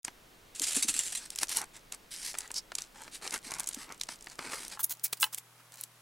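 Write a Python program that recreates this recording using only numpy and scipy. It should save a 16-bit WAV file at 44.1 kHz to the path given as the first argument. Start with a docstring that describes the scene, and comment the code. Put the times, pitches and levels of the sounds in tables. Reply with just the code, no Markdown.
"""At a craft table in a small room, hands tape a strip of aluminium foil to a papier-mache mask. Masking tape
rips off its roll in jerks as tiny threads of glue let go. Fingers rub it down with a hiss, the foil's creases
buckle and snap, and the hollow mask answers with soft knocks. Near the end the scene changes and everything
runs quicker and brighter, the motor's hum included; more tape is peeled in quick tugs and the roll knocks on
the table. Faint room noise and the hum of a distant motor lie underneath."""
import sys
import numpy as np
from scipy import signal
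from scipy.fft import rfft, irfft, next_fast_len
from scipy.io import wavfile
from scipy.ndimage import uniform_filter1d, map_coordinates

SR = 44100
rng = np.random.default_rng(int(sys.argv[2]) if len(sys.argv) > 2 else 0)


def write(x):
    x = np.atleast_2d(x).T
    wavfile.write(sys.argv[1], SR, np.round(np.clip(x, -1, 1) * 32767).astype(np.int16))


N = 265129
AIR_START_S, LATE_S = 0.0436, 4.77  # the background sets in; the late, brighter part begins
CREAK_S = 0.0027  # a crease creaks this long before it snaps

# Tone curves. Each row: frequency in Hz, relative level in dB.
EARLY_AIR_TONE = [(25, -7.5), (70, -16), (130, -12.5), (350, -13.5), (900, -18), (4000, -23),
                  (16000, -31.5)]
LATE_AIR_TONE = [(40, -17), (120, -21), (250, -10), (400, -10.5), (1100, -6), (4000, -14.5), (9800, -15.5),
                 (11000, -13), (12200, -17.5), (16000, -22)]
EARLY_WIDTH = [(40, -22), (200, -11), (700, -1.5), (3000, -3.5), (8000, -26.5)]  # how much of the room noise differs between left and right
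LATE_WIDTH = [(200, -20), (800, -13), (3000, -1.5), (8000, -7)]
TABLE_ECHO_TONE = [(150, -8), (500, -9), (2000, -4), (5000, -6.5), (14000, -19)]
MASK_TONE = [(60, -16.5), (130, -9), (270, -1.5), (550, -4), (900, 1), (1500, 1), (2300, -1), (4000, -26.5),
             (9000, -29)]
RUB_TONE = [(400, -42), (1200, -17.5), (1900, -4.5), (3600, -2), (5800, 2.5), (8000, -1), (10500, 2.5),
            (12500, -2), (16000, -7)]
NAIL_TONE = [(1000, -32), (3600, -15), (5300, -1), (6800, -9.5), (9800, -13.5), (16000, -33)]
CREASE_TONE = [(1000, -31), (2500, -13.5), (4500, -6), (7000, 0), (9300, -3), (11500, -4), (15000, -12)]  # for a crease pitched at 7000 Hz
EARLY_DULLING = [(9500, 0), (12000, -5), (15000, -16.5)]  # softens the highest treble
ROLL_TONE = [(200, -22), (600, -8.5), (830, -6), (6000, 4), (12000, 4)]  # the small roll gives off little bass
PEEL_TONE = [(600, -33.5), (2000, -16), (3300, -5.5), (4800, -7), (7000, -2.5), (9000, -1.5), (13000, 1.5),
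             (16000, -1)]
RIP_TONE = [(150, -20), (500, -16), (1000, -15.5), (1700, -7), (3000, -3), (4500, -4), (7500, -3),
            (10000, -3.5), (12000, -12), (14500, -27)]

# A distant motor. Each row: frequency in Hz, level in dB.
EARLY_HUM = [(29.6, -70), (40.2, -75)]
LATE_HUM = [(119.5, -69.5), (160.5, -77)]
# The room's echo. Each row: frequency in Hz, seconds to fade by 60 dB.
ROOM_FADE = [(200, 0.41), (2000, 0.14), (8000, 0.1), (16000, 0.25)]
# How things ring. Each row: frequency in Hz, width in Hz, relative level in dB.
HOLLOW_RING = [(239, 31, -3), (279.5, 32, 6.5), (425, 59, -11)]  # the hollow roll and mask
TAPE_RING = [(3050, 270, -23), (6560, 300, -12), (7470, 770, 11.5), (8400, 300, 4), (9170, 400, 6)]  # the tight strip of tape
# The knocked roll's notes. Each row: frequency in Hz, relative level in dB, seconds to fade by 60 dB.
ROLL_NOTES = [(855, -7, 0.046), (1005, -32, .03), (1065, -1, 0.026), (1340, -2.5, 0.03),
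              (1643, -6.5, 0.044), (2020, -6.5, 0.024), (2630, -5.5, 0.033), (2980, 0.5, 0.03),
              (3500, -4.5, 0.02), (4075, 1, 0.017), (5030, 2, 0.0059)]

# Short events. Each row: start in seconds, relative level in dB.
HOLLOW_BUMPS = [(0.604, -42), (.765, -33.5), (.844, -42), (.885, -43), (0.948, -48.5), (3.457, -48.5),
                (3.764, -42)]
FINGER_TAPS = [(0.0489, -48), (0.0811, -37.5), (1.431, -31), (1.587, -39.5), (1.9227, -48), (2.3424, -41.5),
               (2.351, -40.5), (2.5052, -42), (2.7191, -39), (2.785, -44), (3.079, -46), (3.3404, -35.5),
               (3.3613, -40), (3.5187, -38), (4.0129, -49.5), (4.0888, -38.5), (4.2699, -41.5),
               (4.391, -34.5), (4.5325, -36.5), (5.1295, -33.5)]
TAPE_JERKS = [(0.617, -17.5), (0.6347, -16.5), (0.6685, -17), (0.6817, -18), (0.7216, -22), (0.752, -14),
              (0.7642, -12.5), (0.825, -10), (0.884, -15), (0.892, -13), (0.94, -17.5), (0.9632, -20),
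              (0.9915, -15), (1.0328, -22.5), (1.063, -19), (1.1222, -20.5), (1.1495, -17), (1.1703, -22.5)]
# Sliding moves. Each row: start and length in seconds, relative levels of hiss and mask scrape in dB.
FINGER_RUBS = [(0.05, 0.055, -52.5, -56), (1.18, 0.1, -45.5, -58), (1.318, 0.021, -45, -57),
               (1.375, 0.047, -42.5, -69), (1.41, 0.032, -30, -40.5), (1.49, 0.061, -32, -46),
               (1.545, 0.057, -29.5, -40), (1.6, 0.045, -49.5, -41.5), (1.735, 0.046, -49, -55.5),
               (1.92, 0.033, -45.5, -50.5), (2.108, 0.061, -39.5, -72), (2.16, 0.076, -41, -66),
               (2.225, 0.095, -34, -54), (2.34, .15, -50.5, -51.5), (2.765, .095, -49.5, -58.5),
               (2.945, 0.14, -52, -51), (3.115, .065, -43, -62), (3.215, 0.095, -43, -44.5),
               (3.32, 0.052, -35, -37), (3.435, 0.069, -42, -51), (3.48, .17, -47.5, -45),
               (3.66, 0.13, -51, -60), (3.762, 0.098, -44.5, -50), (3.87, 0.079, -58, -47.5),
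               (4.088, 0.055, -42, -51), (4.297, 0.048, -48, -55.5), (4.386, 0.15, -44.5, -42),
               (4.5, 0.091, -39.5, -44.5), (4.58, 0.1, -42, -48.5), (4.695, 0.066, -43.5, -50),
               (5.042, 0.021, -31, -54), (5.58, 0.044, -62, -62), (5.722, 0.03, -50, -56),
               (5.77, 0.052, -49, -59.5)]
NAIL_SKID = [(2.543, .057, -34, -54.5)]
TAPE_TUGS = [(4.793, 0.024, -33, -47), (4.831, 0.021, -23, -57), (4.896, 0.038, -31.5, -49.5),
             (5.036, .024, -26, -59), (5.126, 0.0068, -33, -45), (5.17, 0.0094, -42.5, -68),
             (5.201, 0.052, -25, -54), (5.25, 0.033, -47.5, -54), (5.325, 0.02, -37.5, -50.5),
             (5.374, 0.015, -39, -55)]
# Spells of kneading the foil. Each row: start and length in seconds, top relative level in dB.
KNEADING_SPELLS = [(2.296, .13, -42.5), (3.21, .17, -51), (3.489, .27, -37), (3.922, .44, -45.5),
                   (4.44, .16, -42), (4.948, .08, -46.5)]
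# The loudest creases. Each row: time in seconds, relative level in dB, pitch in Hz.
FOIL_SNAPS = [(0.0487, -29.5, 6130), (0.5971, -28, 7350), (0.884, -28, 8300), (0.9917, -24, 7550),
              (1.304, -34, 6750), (1.3598, -32, 7900), (1.3875, -27.5, 5700), (1.4325, -22.5, 6600),
              (1.494, -31, 8300), (1.571, -20.5, 8900), (1.6164, -32.5, 7240), (1.9227, -33, 6900),
              (1.9467, -40.5, 8400), (2.3861, -26, 9400), (2.4063, -36.5, 6300), (2.5155, -35, 7900),
              (2.5427, -36, 7500), (2.753, -27.5, 7200), (2.7853, -31, 5000), (2.8207, -35.5, 6100),
              (3.2768, -32.5, 5700), (3.3085, -35, 5650), (3.3406, -31, 6500), (3.5186, -34, 7050),
              (3.5388, -34, 6350), (3.5979, -26.5, 8500), (3.604, -30, 7300), (3.6733, -28.5, 6800),
              (3.689, -27, 10000), (3.746, -32.5, 7900), (3.9235, -41, 6240), (4.0129, -27.5, 4860),
              (4.035, -34.5, 5500), (4.0884, -37, 4770), (4.6812, -36, 8850), (4.8965, -35, 11400),
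              (4.9082, -36, 10500), (5.1288, -31.5, 7600), (5.133, -31.5, 7460), (5.346, -30.5, 7200),
              (5.3844, -35, 7500), (5.8112, -34.5, 11300), (5.8374, -34.5, 7500)]
# The roll hits the table. Each row: start in seconds, relative level in dB, treble cutoff in Hz.
ROLL_KNOCKS = [(4.773, -41.5, 1600), (4.7937, -35, 1620), (5.2292, -16.5, 8000), (5.2414, -20.5, 7000),
               (5.259, -47, 1400), (5.268, -44.5, 1400)]
# The steady pull under the jerks. Each row: time in seconds, relative level in dB.
TAPE_PULL = [(0.549, -44.5), (.6, -50), (.63, -38), (.78, -36), (.82, -39.5), (.868, -50), (.885, -33),
             (.925, -47), (.98, -39), (1.1, -42.5), (1.199, -50)]


def amp(db):
    """Turn decibels into a gain."""
    return 10 ** (np.asarray(db) / 20)


def unit(x):
    """Scale x to an average (rms) level of 1."""
    return x / np.sqrt(np.mean(x ** 2) + 1e-20)


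def unit_hit(x):
    """Scale x so that its first 4 ms have an average (rms) level of 1."""
    return x / np.sqrt(np.mean(x[:SR // 250] ** 2) + 1e-20)


def clock(seconds):
    """The time of each sample in a stretch this long."""
    return np.arange(int(seconds * SR)) / SR


def fade(t, seconds):
    """A gain that falls by 60 dB in the given time."""
    return amp(-60 * t / seconds)


def read_curve(points, hz):
    """Read between (Hz, value) points on a logarithmic frequency scale."""
    freqs, values = np.transpose(points)
    return np.interp(np.log(hz + 1), np.log(freqs), values)


def add(track, start, x):
    """Mix x into the track from start seconds on."""
    part = track[max(round(start * SR), 0):][:len(x)]
    part += x[:len(part)]


def wobble(n, rate):
    """A smooth curve through rate random points a second."""
    return map_coordinates(rng.standard_normal(int(n * rate / SR) + 4), [np.arange(n) * rate / SR])


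def colour(x, tone, shift=1, ripple_db=0, ripple_hz=330):
    """Filter x by a tone curve; shift multiplies its frequencies, ripple adds chance peaks and dips."""
    size = 2 * next_fast_len(len(x))
    hz = np.fft.rfftfreq(size, 1 / SR)
    ripple = map_coordinates(rng.standard_normal(400), [hz / ripple_hz], mode="mirror")
    gain = amp(read_curve(tone, hz / shift) + ripple_db * ripple)
    # Folding the cepstrum makes the filter ring only after a sound, never before it.
    cepstrum = irfft(np.log(gain))
    cepstrum[1:size // 2] *= 2
    cepstrum[size // 2 + 1:] = 0
    return irfft(rfft(x, size) * np.exp(rfft(cepstrum)), size)[:len(x)]


def resonate(x, rings):
    """Let x ring at each (Hz, width, dB) row."""
    f = np.fft.rfftfreq(2 * len(x), 1 / SR)
    response = sum(amp(db) * 1j * f * width / (hz * hz - f * f + 1j * f * width)
                   for hz, width, db in rings)
    return irfft(rfft(x, 2 * len(x)) * response)[:len(x)]


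def slips(n, rate, spread_db):
    """Tiny random clicks of many sizes, about rate a second."""
    sizes = amp(spread_db * np.clip(rng.standard_normal(n), -2.5, 2.5))
    return (rng.random(n) < rate / SR) * rng.choice([-1, 1], n) * sizes


def background(tone, air_db, width, motor):
    """Faint room noise, nearly alike on both sides in the bass, and a motor's hum."""
    t = np.arange(N) / SR
    middle, side = (unit(colour(rng.standard_normal(N), tone)) for _ in range(2))
    side = colour(side, width)
    hum = sum(np.sqrt(2) * amp(db) * np.sin(2 * np.pi * (hz * t + rng.random())) for hz, db in motor)
    return amp(air_db) * (middle + np.array([side, -side])) + hum


def room_echo(x):
    """A small furnished room gives left and right each their own short echo."""
    hz, t, noise = signal.stft(rng.standard_normal((2, SR // 3)), SR, nperseg=256)
    tail = signal.istft(noise * fade(t, read_curve(ROOM_FADE, hz)[:, None]), SR, nperseg=256)[1]
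    delayed = np.pad(x, (SR // 300, 0))
    return signal.fftconvolve(delayed[None], tail / np.linalg.norm(tail[0]), axes=1)[:, :N]


def table_echo(x):
    """Sound bounces off the table top and arrives from the side."""
    side = np.zeros(N)
    add(side, start=0.0013, x=amp(-24) * colour(x, TABLE_ECHO_TONE))
    return np.array([side, -side])


def near_reflections(x, ripple_db):
    """Reflections from hands and table give left and right slightly different tones."""
    flat = [(1, 0.012)]
    return np.array([colour(x, flat, ripple_db=ripple_db, ripple_hz=442) for _ in range(2)])


def hollow_bumps():
    """Bumped cardboard and paper give a soft boom that dies quickly."""
    out, t = np.zeros(N), clock(0.15)
    for start, db in HOLLOW_BUMPS:
        rise = 1 - np.exp(-t / 0.0064)
        shove = fade(t, 0.036) * rise * rng.standard_normal(len(t))
        soft_shove = colour(shove, [(100, -19), (220, 1), (350, 0.5), (900, -15.5)])
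        add(out, start, amp(db - 13.5) * unit(resonate(soft_shove, HOLLOW_RING)))
    return out


def mask_knock(start):
    """The mask answers a blow with a short, woody burst, pitched higher in the late part."""
    t = clock(0.06)
    burst = fade(t, 0.025) * rng.standard_normal(len(t))
    return unit_hit(colour(burst, MASK_TONE, shift=1.1 if start < LATE_S else 2))


def finger_taps():
    """A fingertip knocks the mask and jolts the foil into a dull tick."""
    out = np.zeros(N)
    for start, db in FINGER_TAPS:
        add(out, start, amp(db) * mask_knock(start))
        add(out, start - CREAK_S, amp(db - 3.5) * crease(hz=4350))
    return out


def strokes(moves, tone, hiss_shift, octaves_per_db, peak_at, mask_shift,
            hiss_db, scrape_db, swell_db, spread_db, ripple_db, release_s):
    """Friction swells and fades: fine slips hiss while coarser ones sound the hollow mask."""
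    out = np.zeros(N)
    for start, length, db, mask_db in moves:
        t = start - 0.004 + clock(length + 0.052)
        n, end = len(t), start + length
        off_peak = np.interp(t, [start, start + peak_at * length, end], [1, 0, 1])
        contact_db = np.interp(t, [t[0], start, end, end + release_s], [-33, -0.5, -2, -34])
        force = amp(contact_db - swell_db * off_peak ** 1.38 + 2.7 * wobble(n, rate=227.6))
        shift = hiss_shift * 2 ** (octaves_per_db * (db + 34))  # slower, quieter strokes can be duller
        fine = slips(n, rate=14000, spread_db=spread_db)
        hiss = unit(colour(fine, tone, shift, ripple_db))
        coarse = slips(n, rate=2500, spread_db=3.5)
        scrape = unit(colour(coarse, MASK_TONE, mask_shift, ripple_db=2.8, ripple_hz=141.8))
        add(out, t[0], force * (amp(db + hiss_db) * hiss + amp(mask_db + scrape_db) * scrape))
    return out


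def crinkles(rubbing, rate, tick_db, scatter_db):
    """Tiny wrinkles give way at random under the fingers, louder as the rubbing grows."""
    out, t = np.zeros(N), clock(0.012)
    pressure = np.abs(uniform_filter1d(rubbing ** 2, size=2000)) ** 0.25
    for when, size, pitch in rng.random((int(rate * N / SR), 3)):
        burst = fade(t, 0.0063) * rng.standard_normal(len(t))
        tick = unit_hit(colour(burst, CREASE_TONE, shift=0.7 + 0.5 * pitch))
        gain = pressure[int(when * N)] * amp(tick_db + scatter_db * size ** 2)
        add(out, when * N / SR, gain * tick)
    return out


def crease(hz):
    """A patch of foil creaks, flips and takes its neighbour along; the sheet shivers after them."""
    t = clock(0.06) - CREAK_S

    def pulse(delay, seconds):
        return (t >= delay) * fade(np.abs(t - delay), seconds)

    creak = (t < 0) * amp(-18.5 - 10.5 * np.abs(t) / CREAK_S)
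    gap_s = 0.0012 * (0.5 + rng.random())
    flips = pulse(0, 0.0019) + amp(-3) * pulse(gap_s, 0.0015)
    shiver = amp(-35) * pulse(0, 0.015) + amp(-23.5) * pulse(0, 0.06)
    burst = (creak + flips + shiver) * rng.standard_normal(len(t))
    snap = colour(burst, CREASE_TONE, shift=hz / 7000, ripple_db=1)
    attack = snap[(t >= 0) & (t < 0.004)]
    return snap / np.sqrt(np.mean(attack ** 2))


def foil_snaps(creases):
    """Each crease snaps and faintly knocks the mask below."""
    out = np.zeros(N)
    for start, db, hz in creases:
        add(out, start - CREAK_S, amp(db) * crease(hz))
        add(out, start, amp(db - 27.5) * mask_knock(start))
    return out


def kneading(rate, range_db, hz, spread_octaves):
    """Small creases pop at uneven moments while the foil is kneaded."""
    creases = []
    for start, length, db in KNEADING_SPELLS:
        for k, (lag, size, pitch) in enumerate(rng.random((int(length * rate), 3))):
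            pop_hz = hz * 2 ** (spread_octaves * (pitch - 0.5))
            creases.append((start + (k + lag) / rate, db - range_db * size, pop_hz))
    return foil_snaps(creases)


def roll_knocks():
    """The stiff roll hits the table and rings briefly; a softer hit leaves out its high notes."""
    out, t = np.zeros(N), clock(0.1)
    for start, db, cutoff_hz in ROLL_KNOCKS:
        ring = np.zeros(len(t))
        for hz, note_db, fade_s in ROLL_NOTES:
            gain = rng.choice([-1, 1]) * amp(note_db + rng.normal(0, 1.6)) / (1 + (hz / cutoff_hz) ** 4)
            detuned_hz = hz * np.exp(rng.normal(0, 0.021))
            ring += gain * fade(t, fade_s) * np.sin(2 * np.pi * detuned_hz * t)
        add(out, start, amp(db - 3) * unit_hit(colour(ring, ROLL_TONE)))
    return out


def glue_threads(n, ring_db, ripple_db):
    """A shower of glue threads lets go, and the tight strip of tape rings with them."""
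    threads = unit(slips(n, rate=6000, spread_db=5))
    ring = amp(ring_db) * unit(resonate(threads, TAPE_RING))
    return unit(colour(threads + ring, RIP_TONE, ripple_db=ripple_db))


def tape_rip():
    """Tape comes off the roll in a steady pull, with short jerks on top that ring and die away."""
    times, levels = np.transpose(TAPE_PULL)
    pull_db = np.interp(np.arange(N) / SR, times, levels, left=-150, right=-150)
    out = amp(pull_db + 2.2 * wobble(N, rate=200)) * glue_threads(N, ring_db=-9.5, ripple_db=0.5)
    t = clock(0.12)
    fall = fade(np.maximum(t - 0.005, 0), 0.08)  # holds for 5 ms first
    for start, db in TAPE_JERKS:
        add(out, start, amp(db - 13.5) * fall * glue_threads(len(t), ring_db=-5, ripple_db=4))
    return out


def scene():
    """Mix the close sounds of fingers, foil and tape with their echoes and the background."""
    t = np.arange(N) / SR
    early = t < LATE_S
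    rubbing = strokes(FINGER_RUBS, RUB_TONE, hiss_shift=1, octaves_per_db=0.03, peak_at=0.53,
                      mask_shift=1, hiss_db=-0.5, scrape_db=-1.5, swell_db=8,
                      spread_db=5.5, ripple_db=2, release_s=0.034)
    nail = strokes(NAIL_SKID, NAIL_TONE, hiss_shift=0.98, octaves_per_db=0, peak_at=0.6,
                   mask_shift=1, hiss_db=2, scrape_db=-0.5, swell_db=10.5,
                   spread_db=2.5, ripple_db=2, release_s=0.012)
    peeling = strokes(TAPE_TUGS, PEEL_TONE, hiss_shift=0.95, octaves_per_db=0.15, peak_at=0.5,
                      mask_shift=0.96, hiss_db=0.5, scrape_db=-1.5, swell_db=11.5,
                      spread_db=3, ripple_db=3, release_s=0.033)
    popping = kneading(rate=48, range_db=13, hz=6300, spread_octaves=0.4)
    foil = foil_snaps(FOIL_SNAPS) + finger_taps() + popping
    foil += crinkles(rubbing, rate=51, tick_db=-33.5, scatter_db=15.5)
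    foil, rubbing = (np.where(early, colour(x, EARLY_DULLING), x) for x in (foil, rubbing))
    centre = rubbing + nail + foil + hollow_bumps()
    ripping, roll = tape_rip(), roll_knocks()

    direct = near_reflections(centre, ripple_db=0.57)
    direct += near_reflections(ripping, ripple_db=0.5) * amp([[-0.5], [0.5]])
    direct += peeling * amp([[-1], [1]])  # like the rip, a little to the right
    direct += near_reflections(roll, ripple_db=1)
    early_air = background(EARLY_AIR_TONE, -59.5, EARLY_WIDTH, EARLY_HUM) * (t > AIR_START_S)
    late_air = background(LATE_AIR_TONE, -61.5, LATE_WIDTH, LATE_HUM)
    echoes = table_echo(foil + ripping + roll) + amp(-23) * room_echo(centre + ripping + peeling + roll)
    return direct + echoes + np.where(early, early_air, late_air)


def record(dry):
    """Cut away everything above 15900 Hz."""
    size = next_fast_len(N + SR // 2)
    in_band = np.fft.rfftfreq(size, 1 / SR) < 15900
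    return irfft(rfft(dry, size) * in_band, size)[:, :N]


dry = scene()
out = record(dry)
write(out)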